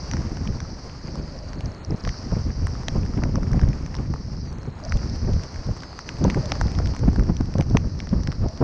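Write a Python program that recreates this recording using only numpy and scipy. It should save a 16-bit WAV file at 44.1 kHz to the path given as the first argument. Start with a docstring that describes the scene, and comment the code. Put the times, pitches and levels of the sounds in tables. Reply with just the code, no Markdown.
"""Gusts of wind rumble and thump on the microphone of a camera standing in a rainy field.
Swirls of air (eddies) shake the microphone, and rasp and crackle on the rim of its opening.
Big raindrops tap on the camera's glass and case, while smaller ones patter all around.
Behind them the storm roars in the grass and hedges, fine rain hisses,
and the wind moans faintly round an edge."""
import sys
import numpy as np
from scipy import signal
from scipy.fft import rfft, irfft
from scipy.io import wavfile
from scipy.ndimage import uniform_filter1d

SR = 44100
rng = np.random.default_rng(int(sys.argv[2]) if len(sys.argv) > 2 else 0)


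def put_to_file(sound):
    """Save the sound as 16-bit audio at rate SR, in the file named by the first command-line argument."""
    columns = np.atleast_2d(sound).T  # one column per channel
    safe = np.clip(columns, -1, 1)
    whole_steps = np.round(safe * 32767)
    wavfile.write(sys.argv[1], SR, whole_steps.astype(np.int16))


N = 380583
TIME = np.arange(N) / SR

# The steady wind at the microphone: (time [s], level [dB])
STEADY_WIND = [(0, -35.5), (.3, -28.5), (.65, -33.5), (.92, -40.5), (1.1, -38.5), (1.35, -38.5),
               (1.55, -36.5), (1.78, -44), (1.99, -45), (2.17, -35), (2.8, -33.5), (3.4, -25), (3.9, -32),
               (4.45, -32), (4.8, -42.5), (5.1, -27), (5.5, -42), (6.06, -44.5), (6.3, -30.5),
               (7.95, -31.5), (8.63, -39)]
# Gusts on top of it: (peak time [s], level [dB], length [s], small eddies against large [dB])
GUSTS = [(0.166, -27.5, .14, 0.5), (0.496, -25.5, .12, -2.5), (1.056, -39, .16, 5.5),
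         (1.179, -33.5, .16, 2.5), (1.577, -33.5, .05, 5.5), (1.667, -25, .1, -8),
         (1.918, -23.5, .11, -1.5), (2.08, -23, .12, -6.5), (2.358, -23.5, .18, -10),
         (2.477, -21, 0.083, -5), (2.643, -25, .2, -14), (3.002, -23.5, .18, -5.5),
         (3.226, -23.5, 0.21, 1.5), (3.353, -23.5, .07, 1), (3.55, -22, .11, -0.5), (3.66, -16, .15, -7.5),
         (4, -22.5, .05, -16), (4.101, -27.5, .17, 0), (4.268, -36.5, .22, -8), (4.95, -20, .16, -16),
         (5.302, -19.5, .24, -11), (5.578, -28.5, .1, -30), (5.696, -23, .1, -9), (6.265, -27, .15, 6),
         (6.372, -28.5, .09, 7), (6.648, -19.5, .1, -19), (6.844, -21, .22, -10), (7.073, -16.5, .16, -4),
         (7.201, -15.5, 0.11, -6), (7.293, -17, .08, -3), (7.408, -24, .07, -11), (7.606, -23, .16, -20),
         (7.74, -18, .15, -4), (7.847, -23.5, 0.076, -7.5), (8.164, -20, .14, -8), (8.28, -25, .1, -9),
         (8.436, -22.5, 0.15, -11)]
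def airflow(steady_small_db=-2.5):
    """Strength of the large and of the small eddies: the steady wind and its gusts add in power."""
    large = undb(curves(STEADY_WIND)[0]) ** 2
    small = large * undb(steady_small_db) ** 2
    for s, db, length, small_db in GUSTS:
        gust = (undb(db) * arch(s, length, rise_share=.5)) ** 2
        large += gust
        small += gust * undb(small_db) ** 2
    return np.sqrt(large), np.sqrt(small)


# The deep rumble of large eddies: (frequency [Hz], level [dB])
LARGE_EDDY_SPECTRUM = [(10, -18), (22, -1.5), (50, 2.5), (80, 3.5), (115, -2), (150, -14.5), (220, -18),
                       (500, -54), (2000, -110)]
# The higher rush of small eddies: (frequency [Hz], level [dB])
SMALL_EDDY_SPECTRUM = [(80, -22), (135, 6.5), (175, 1), (240, -3), (320, -8.5), (420, -15.5), (700, -31),
                       (1200, -42), (2500, -48.5), (5000, -71.5), (10000, -115)]
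def buffeting(large_flow, small_flow, flutter_db=3, burst_db=4, small_db=-1.78, surge_db=1.4):
    """Large eddies shake the microphone's thin membrane; small ones ride on them in bursts."""
    flutter = wander(55)
    large = steady(noise(LARGE_EDDY_SPECTRUM) * undb(flutter_db * flutter), 0.045)
    rush = noise(SMALL_EDDY_SPECTRUM)
    bursts = 0.94 * flutter + 0.62 * wander(110)
    small = steady(rush * undb(burst_db * bursts), 0.049)
    surge = undb(surge_db * wander(14))
    return (large * large_flow + small * small_flow * undb(small_db)) * surge


# Low thumps on the microphone; the last is an abrupt bump as the sound cuts off:
# (peak time [s], thump [dB], length [s], flap [dB])
THUMPS = [(1.905, -18, 0.013, -29.5), (1.924, -16.5, 0.015, -51), (1.946, -19, 0.015, -38),
          (2.071, -26, .012, -26), (2.266, -28, 0.023, -43), (2.33, -13.5, 0.031, -33),
          (2.37, -18, 0.025, -30), (2.96, -18, 0.027, -28.5), (3.191, -15, 0.0084, -34),
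          (3.23, -26, 0.02, -30), (3.257, -36, 0.015, -32), (3.381, -28, 0.017, -26),
          (3.544, -27, 0.012, -27), (3.555, -21, 0.018, -35), (3.997, -22.5, 0.039, -38.5),
          (4.683, -20.5, 0.029, -42.5), (4.953, -29, 0.015, -27), (5.287, -19.5, 0.065, -33),
          (5.691, -17.5, 0.017, -33), (6.214, -18, 0.02, -32), (6.252, -13.5, 0.023, -16),
          (6.371, -16, 0.032, -29), (6.657, -27, 0.025, -32), (6.8, -26, 0.012, -22),
          (7.035, -20, 0.02, -28), (7.083, -10, 0.018, -20.5), (7.225, -23, 0.012, -30.5),
          (7.297, -12.5, 0.037, -27.5), (7.409, -14.5, 0.01, -28), (7.556, -14, 0.013, -27),
          (7.595, -15, 0.056, -27), (7.71, -19, 0.017, -42), (7.75, -11, 0.016, -17.5),
          (7.761, -7, 0.0082, -35), (7.846, -25.5, 0.018, -32.5), (8.134, -13.5, 0.033, -35),
          (8.156, -27, 0.013, -34), (8.194, -18.5, 0.015, -35), (8.288, -20, 0.024, -32.5),
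          (8.442, -20.5, 0.069, -30.5), (8.462, -26, 0.0054, -30), (8.621, -13, 0.059, -19)]
# The dull body of a thump: (frequency [Hz], level [dB])
THUMP_SPECTRUM = [(40, -8), (130, 12), (230, 5), (400, -7), (700, -21.5), (1100, -30), (2000, -50),
                  (4000, -66), (10000, -110)]
# The ragged flap on top of it: (frequency [Hz], level [dB])
FLAP_SPECTRUM = [(180, 4), (380, 5.5), (650, 4), (1100, -10), (1800, -26.5), (3000, -34), (6000, -54.5),
                 (12000, -93)]
def thumps(thump_gain_db=-1.5, flap_gain_db=-1, ragged_db=5):
    """Each thump is a few violent pressure swings and a flap; all but the last are eddies striking."""
    body = steady(noise(THUMP_SPECTRUM), 0.013) * undb(thump_gain_db)
    flap = steady(noise(FLAP_SPECTRUM) * undb(ragged_db * wander(420)), 0.0084) * undb(flap_gain_db)
    out = np.zeros(N)
    for s, thump_db, length, flap_db in THUMPS:
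        blow = arch(s, length, rise_share=0.39) ** 2
        out += blow * (body * undb(thump_db) + flap * undb(flap_db))
    return out


# The rasp at the rim: (frequency [Hz], level [dB])
RASP_SPECTRUM = [(250, -21), (500, 15), (800, -15.5), (1200, -5.5), (1900, -24), (3000, -37), (6000, -60.5),
                 (12000, -100)]
def rasp(pressure, gain_db=-23, knee=0.38):
    """On the strongest swings the air tears off the opening's rim with a ragged rasp."""
    force = loudness(pressure, 0.003) / knee
    strength = knee * force ** 1.13 / (1 + force)  # grows only slowly above the knee
    return noise(RASP_SPECTRUM) * strength * undb(gain_db)


# The crackle inside a gust: (frequency [Hz], level [dB])
CRACKLE_SPECTRUM = [(300, -8), (650, 5), (1300, -4), (2100, -14.5), (3200, -31.5), (6000, -48),
                    (12000, -86.5)]
def crackle(pressure, gain_db=-20, eddy_band_hz=(170, 600)):
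    """Wet, fast little eddies break up on the opening's rim and crackle."""
    force = loudness(band(pressure, *eddy_band_hz), 0.0046)
    return shape(impacts(per_s=450, spread_db=3), CRACKLE_SPECTRUM) * force * undb(gain_db)


# The tones the case rings with: (pitch [Hz], length [cycles], level [dB])
CASE_TONES = [(4280, 2.1, 10.5), (5700, 10.6, 10.5)]
# The tones in a bursting drop's tick: (pitch [Hz], length [cycles], level [dB])
SPLASH_TONES = [(7800, 9.1, 1.5), (10000, 12, -16), (11800, 7.5, -25)]
# Big drops on the camera: (time [s], tap [dB], pitch [Hz], case ring [dB], knock [dB], splash [dB])
BIG_DROPS = [(.114, -23, 2470, -36.5, -34, -51), (.136, -19, 1390, -38.5, -31, -54),
             (.169, -22, 1800, -45, -37, -55), (0.371, -25.5, 1650, -49, -27.5, -55),
             (.455, -28.5, 1140, -50, -33, -60), (0.475, -20.5, 3030, -55, -36, -60),
             (.604, -21.5, 1640, -39.5, -37, -62), (1.156, -46, 1232, -45, -27, -48),
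             (1.533, -26.5, 1800, -48.5, -39, -68), (1.608, -25, 2700, -53, -32, -49),
             (2.051, -22.5, 2110, -43, -43, -58), (2.076, -17, 1100, -45, -17, -57),
             (2.092, -20, 2080, -52, -50, -59), (2.317, -24.5, 1300, -54, -35, -64),
             (2.67, -19, 1604, -45, -32, -36), (2.753, -25, 1420, -62, -49, -62),
             (2.834, -28, 1050, -51, -42, -53), (2.884, -9, 3550, -52, -20.5, -46),
             (3.052, -35, 1610, -56, -40, -54), (3.063, -29, 1500, -60, -43, -60),
             (3.138, -29.5, 1320, -60, -45, -64), (3.177, -30.5, 2000, -58, -42, -60),
             (3.237, -15.5, 1840, -60, -24, -58), (3.357, -17, 1250, -64, -34, -60),
             (3.432, -26, 1250, -55, -45, -62), (3.517, -37, 1300, -45, -45, -52),
             (3.533, -23, 1420, -48, -36, -58), (3.595, -24, 1810, -58, -25, -61),
             (3.615, -20.5, 1544, -44, -28, -60), (3.634, -26, 1590, -53, -38, -58),
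             (3.688, -39, 2600, -45.5, -41, -58), (3.732, -27.5, 2270, -58, -46, -65),
             (3.863, -28, 2070, -48, -45, -56), (3.944, -27, 1770, -59, -36, -62),
             (3.952, -25.5, 1080, -40.5, -39, -55), (3.967, -33, 1010, -44, -38, -55),
             (4.139, -23.5, 1090, -59, -24.5, -55), (4.528, -38, 1170, -54, -45, -52),
             (4.585, -44, 1050, -55, -45, -62), (4.632, -31, 1200, -56, -40, -57),
             (4.923, -13, 1740, -46, -38, -46), (4.972, -29, 3620, -48, -41, -42),
             (5.016, -36, 1200, -59, -35, -63), (5.032, -28, 1290, -59, -41, -58),
             (5.098, -39, 2900, -43, -44, -55), (5.161, -46, 2200, -53, -45, -51),
             (5.335, -34, 2170, -48, -50, -56), (5.396, -30, 1640, -60, -48, -61),
             (5.436, -31, 1600, -42.5, -47, -49), (5.544, -37, 2000, -56, -48, -62),
             (5.56, -27, 1630, -57, -46, -54), (5.668, -48, 1100, -48, -46, -56),
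             (5.766, -26, 960, -63, -31, -60), (5.773, -36, 1177, -60, -43, -48),
             (5.805, -40, 3000, -47, -46, -57), (5.823, -32, 1047, -48, -45, -53),
             (5.835, -22.5, 1710, -48, -45, -58), (5.93, -27, 1070, -58, -38, -60),
             (5.991, -23, 1570, -44, -24.5, -47), (6.091, -13, 2800, -37, -39, -51),
             (6.186, -44, 1070, -51, -43, -50), (6.242, -25, 1400, -34.5, -44, -45),
             (6.301, -15, 2330, -43, -26, -45), (6.307, -25, 2930, -52, -40, -55),
             (6.346, -17, 1950, -50, -41, -47), (6.458, -27, 4120, -41, -42, -42),
             (6.52, -9, 1950, -31, -13.5, -59), (6.554, -25, 1110, -46, -33, -65),
             (6.613, -10.5, 1470, -52, -12, -39), (6.67, -41, 1500, -42, -46, -60),
             (6.682, -28, 1900, -52, -31, -62), (6.718, -32, 2360, -46, -40, -47),
             (6.752, -29, 3000, -48, -48, -61), (6.788, -18, 1200, -45, -22, -62),
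             (6.859, -27, 1920, -42, -47, -58), (6.873, -29, 2890, -42, -50, -45),
             (6.938, -34, 3000, -53, -29, -57), (6.949, -32, 1390, -45, -27, -57),
             (6.965, -27, 1830, -47, -34, -40), (6.993, -30, 2010, -47, -42, -47),
             (7.086, -28, 1450, -56, -39, -62), (7.132, -33, 1390, -49, -34, -55),
             (7.161, -20, 1410, -51, -21, -49), (7.196, -21.5, 1500, -51, -37, -50),
             (7.236, -32, 1670, -52, -45, -51), (7.368, -28, 2820, -41, -51, -57),
             (7.41, -24.5, 1270, -44, -28, -52), (7.458, -40, 3300, -55, -48, -55),
             (7.54, -28.5, 2210, -44, -47, -51), (7.584, -27, 1710, -43, -39, -47),
             (7.61, -18, 2220, -46, -19, -43), (7.624, -26, 1650, -55, -39, -55),
             (7.7, -42, 3000, -47, -50, -54), (7.771, -9, 2320, -35, -11, -42),
             (7.992, -40, 1200, -44.5, -40, -64), (8.003, -22, 2300, -43.5, -37.5, -61),
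             (8.072, -27.5, 1800, -57, -32, -59), (8.092, -40, 2020, -45, -49.5, -60.5),
             (8.235, -31, 1850, -45, -40, -63), (8.274, -19.5, 1780, -39, -33, -46),
             (8.319, -26.5, 1800, -43, -40, -54), (8.326, -26, 1150, -48, -41, -55),
             (8.486, -31.5, 1320, -44.5, -43, -54), (8.576, -38.5, 2520, -46.5, -40, -55)]
def taps(cycles=2.05, sag=0.058, overtone_ratio=1.48, knock_hz=650, lead_s=.0007, rebound_s=0.001386):
    """A big drop bursts and pushes the glass, lower in pitch as it spreads; the case knocks and rings."""
    out = np.zeros(N)
    for s, tap_db, hz, case_db, knock_db, splash_db in BIG_DROPS:
        tone = ring(hz, cycles, sag)
        overtone = undb(-12.5) * ring(hz * overtone_ratio, cycles * overtone_ratio, sag)
        glass = undb(tap_db - 5) * (tone + overtone)
        knock = undb(knock_db - 3.5) * ring(knock_hz * rng.uniform(1, 1.7), cycles=2.36, sag=sag)
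        case = undb(case_db) * strike(CASE_TONES)
        splash = undb(splash_db - 2) * strike(SPLASH_TONES)
        add(out, s - lead_s, glass + knock + case + splash)
        delay = rebound_s * rng.uniform(0.93, 1.14)
        rebound = undb(tap_db - 11) * ring(hz * rng.uniform(0.62, 1), cycles)
        add(out, s - lead_s + delay, rebound)
    return out


# Water landing, in spatter and patter alike: (frequency [Hz], level [dB])
DROPLET_SPECTRUM = [(300, -19.5), (1000, -9.5), (1900, 6), (3300, -15), (4500, -2.5), (6000, 1),
                    (7200, -21), (10000, -48.5), (14000, -74.5)]
def spatter(droplets_db=-32, fade_s=0.0075, splat_db=-17, splat_s=0.00352):
    """Each big drop splats, then breaks into droplets that spatter on the glass for a moment."""
    fade = np.exp(-TIME[:SR // 25] / fade_s)
    splat = np.hanning(int(splat_s * SR))
    bursts = np.zeros(N)
    for s, db, *_ in BIG_DROPS:
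        add(bursts, s, undb(db + droplets_db) * fade)
        add(bursts, s - splat_s / 2, undb(db + splat_db) * splat)
    return bursts * noise(DROPLET_SPECTRUM)


# The storm's strength, which plips and patter also follow: (time [s], level [dB])
STORM = [(0, -48.5), (.14, -43.5), (.5, -49.5), (1.9, -49), (2.16, -47.5), (2.57, -50), (2.95, -47),
         (3.17, -50), (3.99, -49.5), (4.25, -53), (5.05, -47.5), (6.03, -49.5), (6.47, -44), (7.3, -52.5),
         (8.63, -51.5)]
# The far-off roar: (frequency [Hz], level [dB])
ROAR_SPECTRUM = [(100, 11), (300, 8), (550, 5), (1050, 2), (1450, -3), (1900, -7.5), (2500, -11),
                 (3300, -16.5), (4100, -20), (5000, -58.5), (6500, -12.5), (7200, -25.5), (8500, -29),
                 (11000, -49), (14000, -75.5)]
def roar(gain_db=5, flicker_db=1.5):
    """Wind and rain in the grass and hedges, smooth with distance."""
    storm_db, = curves(STORM)
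    return noise(ROAR_SPECTRUM) * undb(storm_db + gain_db + flicker_db * wander(32))


def plips(flow, count=100, gain_db=11, spread_db=2.5, low_hz=1050, high_hz=2700):
    """Medium drops, each with its own short note; gusts fling more of them."""
    out = np.zeros(N)
    storm_db, = curves(STORM)
    flung = np.cumsum(flow ** .6)  # climbs faster in a gust, so more drops land there
    for when, chance, pitch in rng.random((count, 3)):
        i = np.searchsorted(flung, when * flung[-1])
        db = storm_db[i] + gain_db - spread_db * np.log(max(chance, .02))
        hz = low_hz * (high_hz / low_hz) ** pitch
        add(out, TIME[i], undb(db) / (1 + pitch) * ring(hz, cycles=2.2))  # big, low drops are louder
    return out


# Small ticks on the case: (frequency [Hz], level [dB])
TICK_SPECTRUM = [(1000, -24), (2500, -14.5), (4000, -11.5), (5800, 7), (7100, -10), (8500, -18.5),
                 (9500, -15), (11000, -28), (14000, -54.5)]
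def patter(pat_db=-10, tick_db=-23):
    """Small drops pat on the wet ground and tick on the case, harder when the storm swells."""
    storm_db, = curves(STORM)
    pats = shape(impacts(per_s=260, spread_db=2), DROPLET_SPECTRUM) * undb(pat_db)
    ticks = shape(impacts(per_s=25, spread_db=3), TICK_SPECTRUM) * undb(tick_db)
    return (pats + ticks) * undb(storm_db)


# The strength of the fine rain: (time [s], level [dB])
FINE_RAIN = [(0, -43.5), (.3, -48), (1.5, -48), (2.1, -45), (2.5, -49), (2.95, -49), (3.3, -52), (3.9, -53),
             (5.0, -45.5), (5.65, -47), (6.6, -43.5), (7.4, -52), (8.63, -48.5)]
# Its high hiss: (frequency [Hz], level [dB])
HISS_SPECTRUM = [(3000, -73), (3800, -9.5), (4300, 2.5), (4700, 7.5), (5600, 6), (6100, 1.5), (6600, -25.5),
                 (7100, -78), (9000, -58)]
def hiss(gain_db=-2.5, grain_db=-8, flicker_db=1):
    """Countless fine drops merge into a high, slightly grainy hiss."""
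    rain_db, = curves(FINE_RAIN)
    grains = shape(impacts(per_s=1000, spread_db=5.5), HISS_SPECTRUM)
    spray = noise(HISS_SPECTRUM) + undb(grain_db) * grains
    return spray * undb(rain_db + gain_db + flicker_db * wander(57))


# Lulls in the hiss: (time [s], level change [dB], band centre [Hz], band width [Hz])
LULLS = [(.8, 1.5, 5750, 500), (.95, -5, 5720, 840), (1.27, -7, 5680, 950), (1.45, -6.5, 5550, 1400),
         (1.63, -14, 5400, 1700), (1.675, -12, 5330, 1550), (1.82, -25, 5400, 1830),
         (1.93, -14, 5340, 1950), (2.02, -18, 5350, 2000), (2.06, 1.5, 5390, 2010), (4.41, 2, 5290, 300),
         (4.5, -28, 5150, 705), (4.55, -24, 5230, 1440), (4.7, -23, 5380, 1920), (4.82, -13, 5300, 2100),
         (4.88, -8, 5260, 1890), (4.91, 1, 5300, 1900), (5.78, -0.5, 5670, 600), (5.86, -14, 5680, 750),
         (5.94, -16, 5650, 850), (6, -5, 5560, 800), (7.6, 1.5, 5900, 504), (7.9, 1.5, 6000, 600),
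         (8.3, -5, 6100, 606)]
# The loudest spits of hiss in the lulls: (time [s], level [dB])
SPITS = [(1.073, -34), (1.379, -41), (1.39, -31.5), (1.659, -28.5), (1.719, -39), (1.749, -41),
         (1.849, -27.5), (1.908, -29), (1.962, -40), (2.039, -30), (4.621, -48), (4.655, -48), (4.664, -46),
         (4.804, -43), (4.839, -31), (4.851, -27.5), (4.896, -29)]
def sputter(rain, flicker_db=8, spit_gain_db=-1, spit_s=0.0011, spit_band_hz=(4400, 6300)):
    """Now and then the middle of the hiss sinks away in a widening band and returns in short spits."""
    hz, times, spectra = signal.stft(rain, SR, nperseg=512)
    change_db, centre, width = (np.interp(times, TIME, c) for c in curves(LULLS))
    flicker = np.interp(times, TIME, wander(160))
    in_band = 1 / (1 + (2 * (hz[:, None] - centre) / width) ** 16)
    lull_db = change_db + flicker_db * flicker * (1 - undb(change_db))  # deep lulls flicker most
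    out = signal.istft(spectra * undb(lull_db * in_band), SR)[1][:N]
    spit = steady(band(rain, *spit_band_hz), spit_s) / 2
    for s, db in SPITS:
        out += spit * undb(db + spit_gain_db) * np.exp(-((TIME - s) / spit_s) ** 2)
    return out


# Swells of the moaning wind: (peak time [s], pitch [Hz], level [dB], length [s])
MOANS = [(1.402, 585, -51, 1.34), (2.356, 598, -64, 0.44), (4.905, 654, -44.5, 0.31),
         (6.456, 594, -43, 0.396), (8.51, 654, -50.5, 0.34)]
def moan(rest_hz=560, rest_db=-64, width_hz=150, waver_db=6.5):
    """Eddies peeling off an edge make a breathy, broken note that rises with each swell of wind."""
    hz, gain = rest_hz, undb(rest_db)
    for s, peak_hz, db, length in MOANS:
        swell = arch(s, length)
        hz += (peak_hz - rest_hz) * swell
        gain += undb(db) * swell ** 2
    phase = 2 * np.pi * np.cumsum(hz) / SR
    tone = wander(width_hz) * np.cos(phase) + wander(width_hz) * np.sin(phase)
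    return steady(tone * undb(waver_db * wander(30)), 0.11) * gain


def impacts(per_s, spread_db):
    """Clicks at random times: many small, a few large."""
    when, size, side = rng.random((3, N))
    gain = undb(-spread_db * np.log(np.maximum(size, .02)))
    return (when < per_s / SR) * gain * np.sign(side - .5)


def ring(hz, cycles, sag=0):
    """A soft-edged note that dies quickly; sag lets its pitch fall as it fades."""
    age = 6 * TIME[:SR // 50] * hz / cycles
    envelope = (age / 3) ** 3 * np.exp(3 - age)
    bend = 1 + sag * np.tanh(1 - age / 3)
    return envelope * np.sin(2 * np.pi * (np.cumsum(bend) * hz / SR + rng.random()))


def strike(tones, detune=0.086):
    """Several tones ring together, tuned a little differently at each spot a drop hits."""
    return sum(undb(db) * ring(hz * (1 + detune * rng.uniform(-1, 1)), cycles)
               for hz, cycles, db in tones)


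def arch(s, length, rise_share=0.54):
    """A rounded swell from 0 up to 1 at time s and back to 0."""
    age = (TIME - s) / length
    from_peak = np.maximum(-age / rise_share, age / (1 - rise_share))
    return np.cos(np.pi / 2 * np.minimum(from_peak, 1))


def shape(x, spectrum):
    """Turn each frequency of x up or down by a table, then scale the result to strength 1."""
    hz, db = np.transpose(spectrum)
    f = np.maximum(np.arange(N // 2 + 1) * SR / N, 1)
    y = irfft(rfft(x) * undb(np.interp(np.log(f), np.log(hz), db)), N)
    return y / y.std()


def noise(spectrum):
    """Noise with the given mix of frequencies."""
    return shape(rng.standard_normal(N), spectrum)


def band(x, low_hz, high_hz):
    """The part of x between two frequencies."""
    f = np.arange(N // 2 + 1) * SR / N
    inside = (np.tanh((f - low_hz) / 60) - np.tanh((f - high_hz) / 60)) / 2
    return irfft(rfft(x) * inside, N)


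def smooth(x, seconds):
    """Two running averages in a row."""
    size = max(int(seconds * SR), 1)
    return uniform_filter1d(uniform_filter1d(x, size), size)


def loudness(x, seconds):
    """The strength of x from moment to moment."""
    return np.sqrt(smooth(x ** 2, seconds) + 1e-12)


def steady(x, seconds):
    """Even out swells slower than the given time."""
    return x / loudness(x, seconds)


def wander(per_s):
    """A random drift of typical size 1 that turns about per_s times a second."""
    y = smooth(rng.standard_normal(N), 1 / per_s)
    return y / y.std()


def curves(table):
    """Each column of a table, joined by straight lines in time."""
    s, *columns = np.transpose(table)
    return [np.interp(TIME, s, c) for c in columns]


def add(out, s, sound):
    """Mix a sound into out from time s."""
    start = int(np.clip(s * SR, 0, N - 1))
    out[start:start + len(sound)] += sound[:N - start]


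def undb(db):
    """Decibels to gain."""
    return 10 ** (np.asarray(db) / 20)


def scene():
    """Wind on the microphone, big drops on the camera and the storm behind them, in one channel."""
    large_flow, small_flow = airflow()
    wind = buffeting(large_flow, small_flow) + thumps()
    storm = sputter(roar() + hiss() + patter() + plips(large_flow))
    big_drops = taps() + spatter()
    return (wind + rasp(wind) + crackle(wind) + big_drops + storm + moan())[None]


def record(dry):
    """The camera softens the strongest blows and cuts the treble above 13500 Hz."""
    rounded = np.tanh(1.405 * dry) / 1.195
    treble_cut = signal.ellip(8, .2, 70, 13500, fs=SR, output="sos")
    return signal.sosfilt(treble_cut, rounded)


dry = scene()
out = record(dry)
put_to_file(out)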